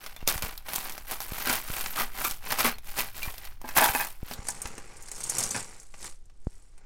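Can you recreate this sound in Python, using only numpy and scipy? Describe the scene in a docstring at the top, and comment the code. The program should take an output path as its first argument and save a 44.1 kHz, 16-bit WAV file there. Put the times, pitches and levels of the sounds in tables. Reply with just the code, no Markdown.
"""A zip bag of costume jewellery is pulled open, its film crinkling and snapping. From about 1.5 s
strings of beads spill into a plastic tub, whose walls ring lower as it fills. Near 3.8 s the tub is
set down and chatters on the table. From about 4.3 s it is pushed aside: its foot rubs and the metal
pieces inside jingle. Last, a sleeve brushes faintly as the arm withdraws.
All along, hands bump the table softly and a small room adds a short echo."""
import sys
import numpy as np
from scipy import signal
from scipy.fft import rfft, irfft
from scipy.io import wavfile
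from scipy.ndimage import uniform_filter1d

SR = 44100
rng = np.random.default_rng(int(sys.argv[2]) if len(sys.argv) > 2 else 0)


def file_out(sig):
    """Save sig as 16-bit WAV at sys.argv[1]."""
    # one column per channel
    cols = np.atleast_2d(sig).T
    # limit, then scale
    lim = np.clip(cols, -1, 1)
    pcm = np.round(lim * 32767).astype(np.int16)
    wavfile.write(sys.argv[1], SR, pcm)


N = 302085
TIME = np.arange(N) / SR

# Tone of the crisp film and of the duller heap of beads. Each row: frequency in Hz, relative level in dB.
FILM_TONE = [(1200, -35.5), (2400, -9.5), (3300, 6.5), (5000, 4), (8000, 1.5), (11000, 3), (14000, 6.5),
             (15500, 1.5)]
HEAP_TONE = [(60, -12.5), (150, -4), (300, -3), (520, -4), (800, 0.5), (1050, -1), (1600, -3.5),
             (2500, -3.5), (3400, -10.5), (6000, -8.5), (14000, -45)]
# Tugs of the bag and slips of the heap. Each row: peak time in seconds, level in dB, body compared
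# with treble in dB, rise and fall in seconds, bead pitch in Hz (low for large beads).
SURGES = [(.05, -49.5, 4.5, 0.086, 0.17, 1905), (.21, -59.5, 8, .07, 0.13, 1683),
          (0.278, -27, -0.5, 0.0082, 0.12, 1110), (0.432, -39, 3.5, 0.025, 0.16, 1140),
          (0.689, -41, 4.5, 0.04, 0.16, 1243), (.76, -33.5, -2, 0.065, 0.11, 1430),
          (.84, -41, 2, 0.045, 0.24, 1394), (1.12, -35, 0, 0.061, .08, 1340),
          (1.217, -37.5, -5, 0.019, 0.086, 1690), (1.41, -37, 0.5, 0.24, 0.19, 1590),
          (1.476, -30.5, 0.5, 0.043, 0.12, 1596), (1.528, -28, 0, 0.069, 0.1, 1640),
          (1.77, -35.5, -0.5, 0.2, 0.29, 1588), (1.998, -29, 2.5, 0.067, 0.075, 1250),
          (2.201, -36.5, 2.5, .09, 0.15, 970), (2.257, -31, -7, 0.063, 0.11, 1222),
          (2.465, -45, 3.5, 0.063, .06, 1400), (2.526, -31, 5, 0.068, 0.039, 1485),
          (2.604, -24, 2.5, 0.039, 0.035, 1624), (2.66, -27, 4, 0.041, 0.068, 1723),
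          (2.89, -44, -0.5, 0.067, .15, 1860), (2.997, -27.5, 0.5, 0.045, 0.048, 1950),
          (3.06, -43.5, 1, 0.14, 0.092, 2004), (3.165, -42, 0.5, 0.036, .15, 2300),
          (3.25, -41, 0, 0.077, 0.19, 2290), (3.452, -50, 4.5, 0.1, 0.12, 2000),
          (3.697, -44.5, 4.5, 0.075, 0.058, 1135), (3.773, -20.5, 2.5, 0.021, 0.072, 1024),
          (3.838, -24.5, -0.5, 0.079, 0.14, 1000), (3.958, -31.5, -6, 0.046, 0.095, 1150),
          (4.009, -32.5, -1.5, 0.069, 0.12, 1170), (4.327, -44, 3, 0.12, 0.037, 2090)]

def pour():
    """Creases and beads tick brightly; the same contacts shake the heap and the tub, which sound lower."""
    peak_s, db, body_db, rise_s, fall_s, hz = np.transpose(SURGES)
    surges = swells(peak_s, rise_s, fall_s)
    # the strongest surge of the moment sets the pitch of the rolling beads
    power = (surges * undb(db)[:, None]) ** 2 + 1e-30
    bead_hz = per_sample(hz @ power / power.sum(0))
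    ticks = crackle(per_second=1000, spread_db=5.3, tick_s=.0007, ring_t60=.028, ring=.5, pieces=60)
    grit = crackle(per_second=500, spread_db=6, tick_s=.0002, ring_t60=.01, ring=.2, pieces=12)
    clacks = crackle(per_second=520, spread_db=5.3, tick_s=.003, ring_t60=.02, ring=0, pieces=24)
    # the finest creases add very short, gritty ticks
    fine_creases = colour(grit, [(4000, -4), (9000, -6), (15000, -18)])
    treble = .99 * colour(ticks, FILM_TONE) + undb(-14) * fine_creases
    heap = colour(.5 * ticks + .5 * clacks, HEAP_TONE) + undb(-8.5) * rolling(clacks, bead_hz)
    body = heap + through_tub(clacks, wall_db=-24.5, floor_db=-29.5)
    return together(surges, db) * treble + together(surges, db + body_db) * body


def rolling(clatter, bead_hz, width_octaves=.78):
    """Rolling beads: keep the part of a clatter that lies near their moving pitch."""
    out = 0
    for centre_hz in np.geomspace(800, 4500, 9):
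        nearness = np.exp(-.5 * (np.log2(centre_hz / bead_hz) / width_octaves) ** 2)
        band = signal.lfilter(*signal.iirpeak(centre_hz, 5, fs=SR), clatter)
        out = out + nearness * unit(band)
    return unit(out)


# Film snaps and bead clicks. Each row: start in seconds, relative level in dB, boost of its body in dB.
SNAPS = [(.0405, -30.5, -1), (.063, -21, -6.5), (.1637, -28.5, -2), (.276, -1, -12.5), (.287, -4.5, -29),
         (.3785, -17, -6), (.423, -13, -5), (.448, -19.5, -9), (.5774, -19.5, -32), (.734, -14.5, -21),
         (.7597, -7, -21), (.896, -19.5, -10.5), (.922, -21, -16), (.9793, -22, -7), (1.1117, -16, -13),
         (1.204, -16.5, -10), (1.471, -18, -1), (1.498, -11, -2.5), (1.685, -23, -8), (1.81, -13.5, -13),
         (1.8606, -20.5, 3), (2.2487, -9.5, -10), (2.3105, -11.5, -14.5), (2.52, -12, -19),
         (2.586, -24, -7.5), (2.6455, -7, -21.5), (2.6756, -15.5, -1.5), (2.784, -27.5, -9),
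         (2.991, -10.5, -15.5), (3.2306, -15, -24), (3.381, -22.5, -10.5), (3.4516, -23.5, -12.5),
         (3.6156, -29, -5.5), (3.689, -20, -19), (3.7662, -18, -14.5), (3.773, -4, -35), (3.843, -6, -28),
         (3.9494, -12, -19), (4.3125, -32, 6.5), (4.336, -18, -33)]

def snaps():
    """A crease snaps or two beads hit; plastic hardly rings."""
    return clicks(SNAPS, FILM_TONE, bright_db=3, body_db=9.5,
                  ring_t60=.02, ring=.3, crack_s=.0011, rattle_s=.0075)


# Bangles and large beads. Each row: start in seconds, pitch in Hz, level in dB, ring time in seconds.
CHINKS = [(.164, 3520, -41, 0.069), (0.21, 2770, -44, 0.035), (1.905, 13200, -30, .12),
          (2.741, 4320, -41, 0.058), (3.222, 2710, -31, .05), (3.23, 2340, -27.5, .08),
          (3.232, 4030, -37.5, 0.06), (4.335, 7540, -36, .04), (5.296, 6270, -25, .04),
          (5.436, 11300, -30, 0.044), (5.506, 6000, -27, 0.067), (5.681, 5800, -52.5, 0.1)]

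def chinks():
    """A struck bangle or bead rings briefly with two close notes that beat against each other."""
    out, t = np.zeros(N), np.arange(SR // 4) / SR
    for start_s, hz, db, t60 in CHINKS:
        pair_hz = hz * (1 + .03 * rng.uniform(-.41, 1, (2, 1)))
        notes = np.sin(2 * np.pi * pair_hz * t).mean(0)
        add(out, start_s, undb(db) * notes * fading(t60, t))
    return out


# Notes of the full tub's walls and floor. Each row: pitch in Hz, relative level in dB, ring in seconds.
WALL_NOTES = [(637, -9, .12), (680, -4, .13), (794, -4, .11), (837, 1, .14), (885, -9, .1), (932, -1, .12),
              (974, -5, .1), (1040, -10, .1), (1168, -10, .1), (1539, -6, .09), (1631, -4, .09),
              (1731, -6, .08), (1808, -9, .07), (2016, -10, .08), (2247, -12, .07), (2520, -8, .07)]
FLOOR_NOTES = [(215, -14, .06), (249, 0, .13), (315, -6, .06), (410, -8, .05), (520, -5, .05),
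               (600, -6, .04)]
# Blows on the tub. Each row: start in seconds, wall level in dB, floor level in dB,
# hardness in dB per octave (higher is brighter).
KNOCKS = [(1.469, -22.5, -29.5, 0), (1.496, -21, -28.5, 0), (1.975, -23, -58, -3), (2.01, -27, -52, -1),
          (2.249, -19, -39, 2), (2.647, -14, -21, 7), (2.677, -35, -39, 9), (2.995, -21.5, -47, 11.5),
          (3.279, -31, -54, 3.5), (3.642, -31, -33, -5), (3.689, -30.5, -56, 10), (3.815, -15.5, -27, -20),
          (3.823, -15, -30, 2), (3.95, -12, -29, 5.5), (3.998, -18.5, -53, 7), (4.010, -20, -56, 8.5),
          (4.312, -36.5, -29.5, 16), (4.486, -28.5, -66, 3), (4.654, -34.5, -39.5, 4),
          (4.779, -43, -42.5, 16), (5.405, -32, -38, -9), (5.546, -24.5, -28.5, 12)]

def tub(empty_pitch_ratio=1.66, filling_s=(1.5, 3.76)):
    """Each blow makes the floor thud and the walls ring; the walls sink in pitch as the tub fills."""
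    out = np.zeros(N)
    for start_s, wall_db, floor_db, hardness in KNOCKS + chatter():
        pitch_ratio = np.interp(start_s, filling_s, (empty_pitch_ratio, 1))
        walls = struck(WALL_NOTES, pitch_ratio, scatter=.005, hardness=hardness)
        floor = struck(FLOOR_NOTES, 1, scatter=.02)
        add(out, start_s, undb(wall_db) * walls + undb(floor_db) * floor)
    return out


def chatter(start_s=3.766, gap_s=.0115, count=12, first_db=-15.5, loss_db=12, hardness=2.6):
    """The tub rocks to rest: more rows of knocks, almost evenly spaced, strong at first, then fading."""
    gaps = gap_s * (1 + .15 * rng.standard_normal(count))
    starts = start_s + np.cumsum(gaps) - gaps
    wall_db = first_db - loss_db * np.linspace(0, 1, count) ** 2
    return [(s, db, db - 23, hardness) for s, db in zip(starts, wall_db)]


def struck(notes, pitch_ratio, scatter, hardness=0):
    """One blow rings all the notes; hard blows favour the high ones, and the shifting load detunes them."""
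    t = np.arange(SR // 4) / SR
    hz, db, t60 = np.transpose(notes)[:, :, None]
    weight, detune, side = rng.standard_normal((3, len(notes), 1))
    waves = np.sign(side) * np.sin(2 * np.pi * hz * pitch_ratio * (1 + scatter * detune) * t)
    gains = undb(db + 2 * weight + hardness * np.log2(hz / hz[0]))
    ring = (gains * waves * fading(t60, t)).sum(0)
    return ring / np.abs(ring).max()


def through_tub(contacts, wall_db, floor_db):
    """Small contacts against the tub also stir its walls and floor."""
    walls = unit(convolve(contacts, struck(WALL_NOTES, 1, scatter=0)))
    floor = unit(convolve(contacts, struck(FLOOR_NOTES, 1, scatter=0)))
    return undb(wall_db) * walls + undb(floor_db) * floor


# Tone of the jingling and of the rubbing. Each row: frequency in Hz, relative level in dB.
JINGLE_TONE = [(1500, -9), (3500, -6.5), (5000, -4), (6300, -5.5), (8000, -2), (9600, -6), (10800, -11.5),
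               (12000, -18), (16000, -29.5)]
RUB_TONE = [(50, -1.5), (90, 2.5), (125, 8.5), (180, 1.5), (260, -1), (450, 5), (800, -2), (1300, 2),
            (2200, -1.5), (3500, -13), (7000, -9), (14000, -48.5)]
# Pushes of the tub, then a sleeve's faint brushing as the arm withdraws (the last two rows).
# Each row: peak time in seconds, jingle in dB, rubbing in dB, rise and fall in seconds.
MOVES = [(4.36, -59, -48, 0.051, 0.28), (4.495, -46.5, -60, 0.12, 0.23), (4.66, -53, -47.5, .42, 0.44),
         (4.92, -81, -53.5, 0.46, 0.67), (5.298, -41.5, -48, 0.38, 0.57), (5.404, -33.5, -38, 0.18, 0.21),
         (5.562, -34.5, -34.5, 0.056, 0.092), (5.74, -75, -53, 0.44, 0.13), (6.053, -42, -47.5, .1, 0.092),
         (6.54, -63, -66, 0.22, 0.31), (6.84, -87, -64, 0.21, 0.12)]

def slide_and_brush():
    """The tub judders over the table and its chains jingle; the same sounds, faint, make a sleeve's hiss."""
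    peak_s, jingle_db, rub_db, rise_s, fall_s = np.transpose(MOVES)
    moves = swells(peak_s, rise_s, fall_s)
    links = crackle(per_second=800, spread_db=5, tick_s=.001, ring_t60=.04, ring=.8, pieces=60)
    slips = crackle(per_second=700, spread_db=4.5, tick_s=.003, ring_t60=.02, ring=0, pieces=16)
    jingle = colour(links, JINGLE_TONE)
    rubbing = colour(slips, RUB_TONE) + through_tub(slips, wall_db=-12.5, floor_db=-24)
    return together(moves, jingle_db) * jingle + together(moves, rub_db) * rubbing


# Tone of small metal pieces. Each row: frequency in Hz, relative level in dB.
METAL_TONE = [(1500, -49), (3500, -11), (5000, -1), (6500, 9.5), (9000, 9), (10500, 0), (12500, -5.5),
              (16000, -12)]
# Metal clinks. Each row: start in seconds, relative level in dB, boost of its body in dB.
CLINKS = [(4.4695, -26.5, -12), (4.4854, -12, -22), (4.502, -18.5, -44), (4.618, -17.5, -30),
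          (4.6564, -30.5, 1.5), (4.6725, -24.5, -17), (4.7798, -29.5, -6), (4.968, -35, -34),
          (5.024, -29.5, -32), (5.085, -29.5, -12.5), (5.1155, -21, -16.5), (5.1602, -31, -18),
          (5.183, -27, -17), (5.205, -24.5, -13), (5.2385, -17, -41), (5.2975, -11, -32), (5.3836, -8, -41),
          (5.4044, -13.5, -33), (5.437, -11, -49), (5.5085, -15.5, -31), (5.554, -36, 5),
          (5.7992, -31.5, -41), (5.8301, -37.5, -15), (5.94, -44.5, 5.5), (6.043, -25.5, -11.5),
          (6.2557, -50, -29.5), (6.298, -56, 2), (6.779, -44.5, -7.5)]

def clinks():
    """Metal pieces hit each other in the tub and ring longer than plastic."""
    return clicks(CLINKS, METAL_TONE, bright_db=6.5, body_db=15.5,
                  ring_t60=.051, ring=.58, crack_s=.0072, rattle_s=.0055)


# Hands on the table. Each row: start in seconds, peak level in dB, rise time in seconds.
BUMPS = [(0.228, -29, 0.000067), (0.358, -24.5, 0.0023), (0.438, -24.5, 0.0024), (1.321, -24, 0.00025),
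         (1.701, -24, 0.00033), (3.276, -26, 0.0015), (3.895, -26, 0.002), (4.23, -23.5, 0.00042),
         (4.391, -28.5, 0.0013), (4.653, -28.5, 0.0021), (6.47, -16.5, 0.00037)]

def bumps(release_s=.003):
    """A hand gives the table one soft push, with no ringing."""
    out, t = np.zeros(N), np.arange(SR // 10) / SR
    for start_s, db, rise_s in BUMPS:
        push = np.exp(-t / release_s) * (1 - np.exp(-t / max(rise_s, 1e-4))) ** 2
        add(out, start_s, -undb(db) * push / push.max())
    return out


# Tone of the hands' rumble. Each row: frequency in Hz, relative level in dB.
RUMBLE_TONE = [(8, 2.5), (20, -7), (35, -16), (60, -22), (100, -29.5), (200, -42), (500, -86)]

def rumble():
    """A deep noise rises and falls with the effort of the moving hands."""
    times_s = [0, .4, .65, 1.7, 3.3, 4.3, 5, 5.5, 6.8]
    effort_db = np.interp(TIME, times_s, [-5.5, 7.5, -2.5, 3.5, 3.5, -1.5, -3, -4, -2.5])
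    return undb(effort_db - 40) * colour(rng.standard_normal(N), RUMBLE_TONE, size=16384)


def room(sound, echo_db=-14, low_t60=.22, high_t60=.1, split_hz=3800):
    """A small room adds a smooth echo whose treble dies first."""
    t = np.arange(SR // 2) / SR
    low_noise, high_noise = rng.standard_normal((2, len(t)))
    low = signal.sosfilt(signal.butter(2, split_hz, fs=SR, output="sos"), low_noise)
    high = signal.sosfilt(signal.butter(2, split_hz, "high", fs=SR, output="sos"), high_noise)
    build_up = 1 - np.exp(-t / .0013)
    tail = (low * fading(low_t60, t) + high * fading(high_t60, t)) * build_up
    return sound + undb(echo_db) * convolve(sound, tail / np.linalg.norm(tail))


# Tone of the quiet room. Each row: frequency in Hz, relative level in dB.
AIR_TONE = [(30, 1.5), (100, -27), (300, -6), (800, -17), (2000, -24), (6000, -23.5), (11000, -38.5),
            (16000, -58)]

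def air():
    """Still air is a faint, steady noise."""
    return undb(-70.5) * colour(rng.standard_normal(N), AIR_TONE)


def clicks(rows, tone, bright_db, body_db, ring_t60, ring, crack_s, rattle_s):
    """Each hard contact cracks, rattles its neighbours and pushes into the heap, which gives it body."""
    bright, body = np.zeros(N), np.zeros(N)
    for start_s, db, boost_db in rows:
        click = piece(crack_s, ring_t60, ring) + piece(rattle_s, ring_t60, ring)
        push = piece(crack_s, ring_t60, 0) + piece(rattle_s, ring_t60, 0)
        add(bright, start_s, undb(db) * click)
        add(body, start_s, undb(db + boost_db) * push)
    return undb(bright_db) * colour(bright, tone) + undb(body_db) * colour(body, HEAP_TONE)


def crackle(per_second, spread_db, tick_s, ring_t60, ring, pieces):
    """Many pieces collide at random, most faintly and a few strongly, at an even overall loudness."""
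    out, hits = np.zeros(N), int(per_second * N / SR / pieces)
    for _ in range(pieces):
        blows = np.zeros(N)
        strengths = undb(spread_db * np.minimum(rng.exponential(size=hits), 3.2))
        blows[rng.integers(0, N, hits)] = strengths
        out += convolve(blows, piece(tick_s, ring_t60, ring))
    window = SR // 40
    local_power = uniform_filter1d(uniform_filter1d(out ** 2, window), window)
    return out / np.sqrt(local_power + 1e-6)


def piece(tick_s, ring_t60, ring, note_count=7):
    """One small piece or crease ticks; ring sets how strong its high notes are next to the tick."""
    t = np.arange(SR // 12) / SR
    # the second burst is the tick bouncing off the table and the tub's walls
    tick = burst(tick_s, t) + .45 * burst(.004, t)
    size_hz = rng.uniform(3500, 15500)  # a broad peak set by the size of the piece
    if ring:
        tick += 2 * signal.lfilter(*signal.iirpeak(size_hz, 4, fs=SR), tick)
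    hz = rng.uniform(5200, 16000, (note_count, 1))
    waves = rng.standard_normal((note_count, 1)) * np.sin(2 * np.pi * hz * t)
    notes = waves.sum(0) * fading(ring_t60, t)
    sound = tick / np.linalg.norm(tick) + ring * notes / np.linalg.norm(notes)
    return sound / np.linalg.norm(sound)


def burst(decay_s, t):
    """A dying puff of noise with a total energy of 1."""
    noise = rng.standard_normal(len(t)) * np.exp(-t / decay_s)
    return noise / np.linalg.norm(noise)


def swells(peak_s, rise_s, fall_s):
    """Each movement's gain, once a millisecond: up 20 dB in its rise time, down 20 dB in its fall time."""
    since = np.arange(0, N / SR, .001) - peak_s[:, None]
    before = -since / np.maximum(rise_s[:, None], 1e-3)
    after = since / np.maximum(fall_s[:, None], 1e-3)
    drop_db = 20 * np.maximum(before, after) ** 1.24  # a power above 1 rounds the peak
    return undb(-np.minimum(drop_db, 200))


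def together(movements, db):
    """Gain of overlapping movements, whose powers add."""
    return per_sample(np.linalg.norm(movements * undb(db)[:, None], axis=0))


def per_sample(control):
    """Stretch one value a millisecond to one value a sample."""
    return np.interp(TIME, np.arange(len(control)) / 1000, control)


def colour(sound, tone, size=2048):
    """Filter a sound so that it takes on a tone given as (Hz, dB) points."""
    hz, db = np.transpose(tone)
    grid_hz = np.maximum(np.arange(size // 2 + 1) * SR / size, 1)
    gains = undb(np.interp(np.log(grid_hz), np.log(hz), db))
    # folding the cepstrum keeps the filter from sounding before a hit arrives
    cepstrum = irfft(np.log(gains))
    cepstrum[1:size // 2] *= 2
    cepstrum[size // 2 + 1:] = 0
    response = irfft(np.exp(rfft(cepstrum)))
    return convolve(sound, response / np.linalg.norm(response))


def convolve(sound, response):
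    """Pass a sound through a response, keeping its length."""
    return signal.oaconvolve(sound, response)[:len(sound)]


def fading(t60, t):
    """A fade that loses 60 dB in t60 seconds, the ring time."""
    return np.exp(-np.log(1000) * t / t60)


def add(track, start_s, sound):
    """Mix a sound in at its start time."""
    i = max(int(start_s * SR), 0)
    track[i:i + len(sound)] += sound[:N - i]


def undb(db):
    """Turn decibels into a gain."""
    return 10 ** (np.asarray(db) / 20)


def unit(sound):
    """Scale to an average power of 1."""
    return sound / np.sqrt(np.mean(sound ** 2))


def scene():
    """The bag, jewellery and tub echo in the room, over still air and the sounds of the hands."""
    on_table = snaps() + clinks() + pour() + slide_and_brush() + chinks() + tub()
    return (room(on_table) + air() + bumps() + rumble())[None]


def record(dry):
    """The phone cuts the treble above 16250 Hz."""
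    return signal.sosfilt(signal.ellip(10, .2, 70, 16250, fs=SR, output="sos"), dry)


dry = scene()
out = record(dry)
file_out(out)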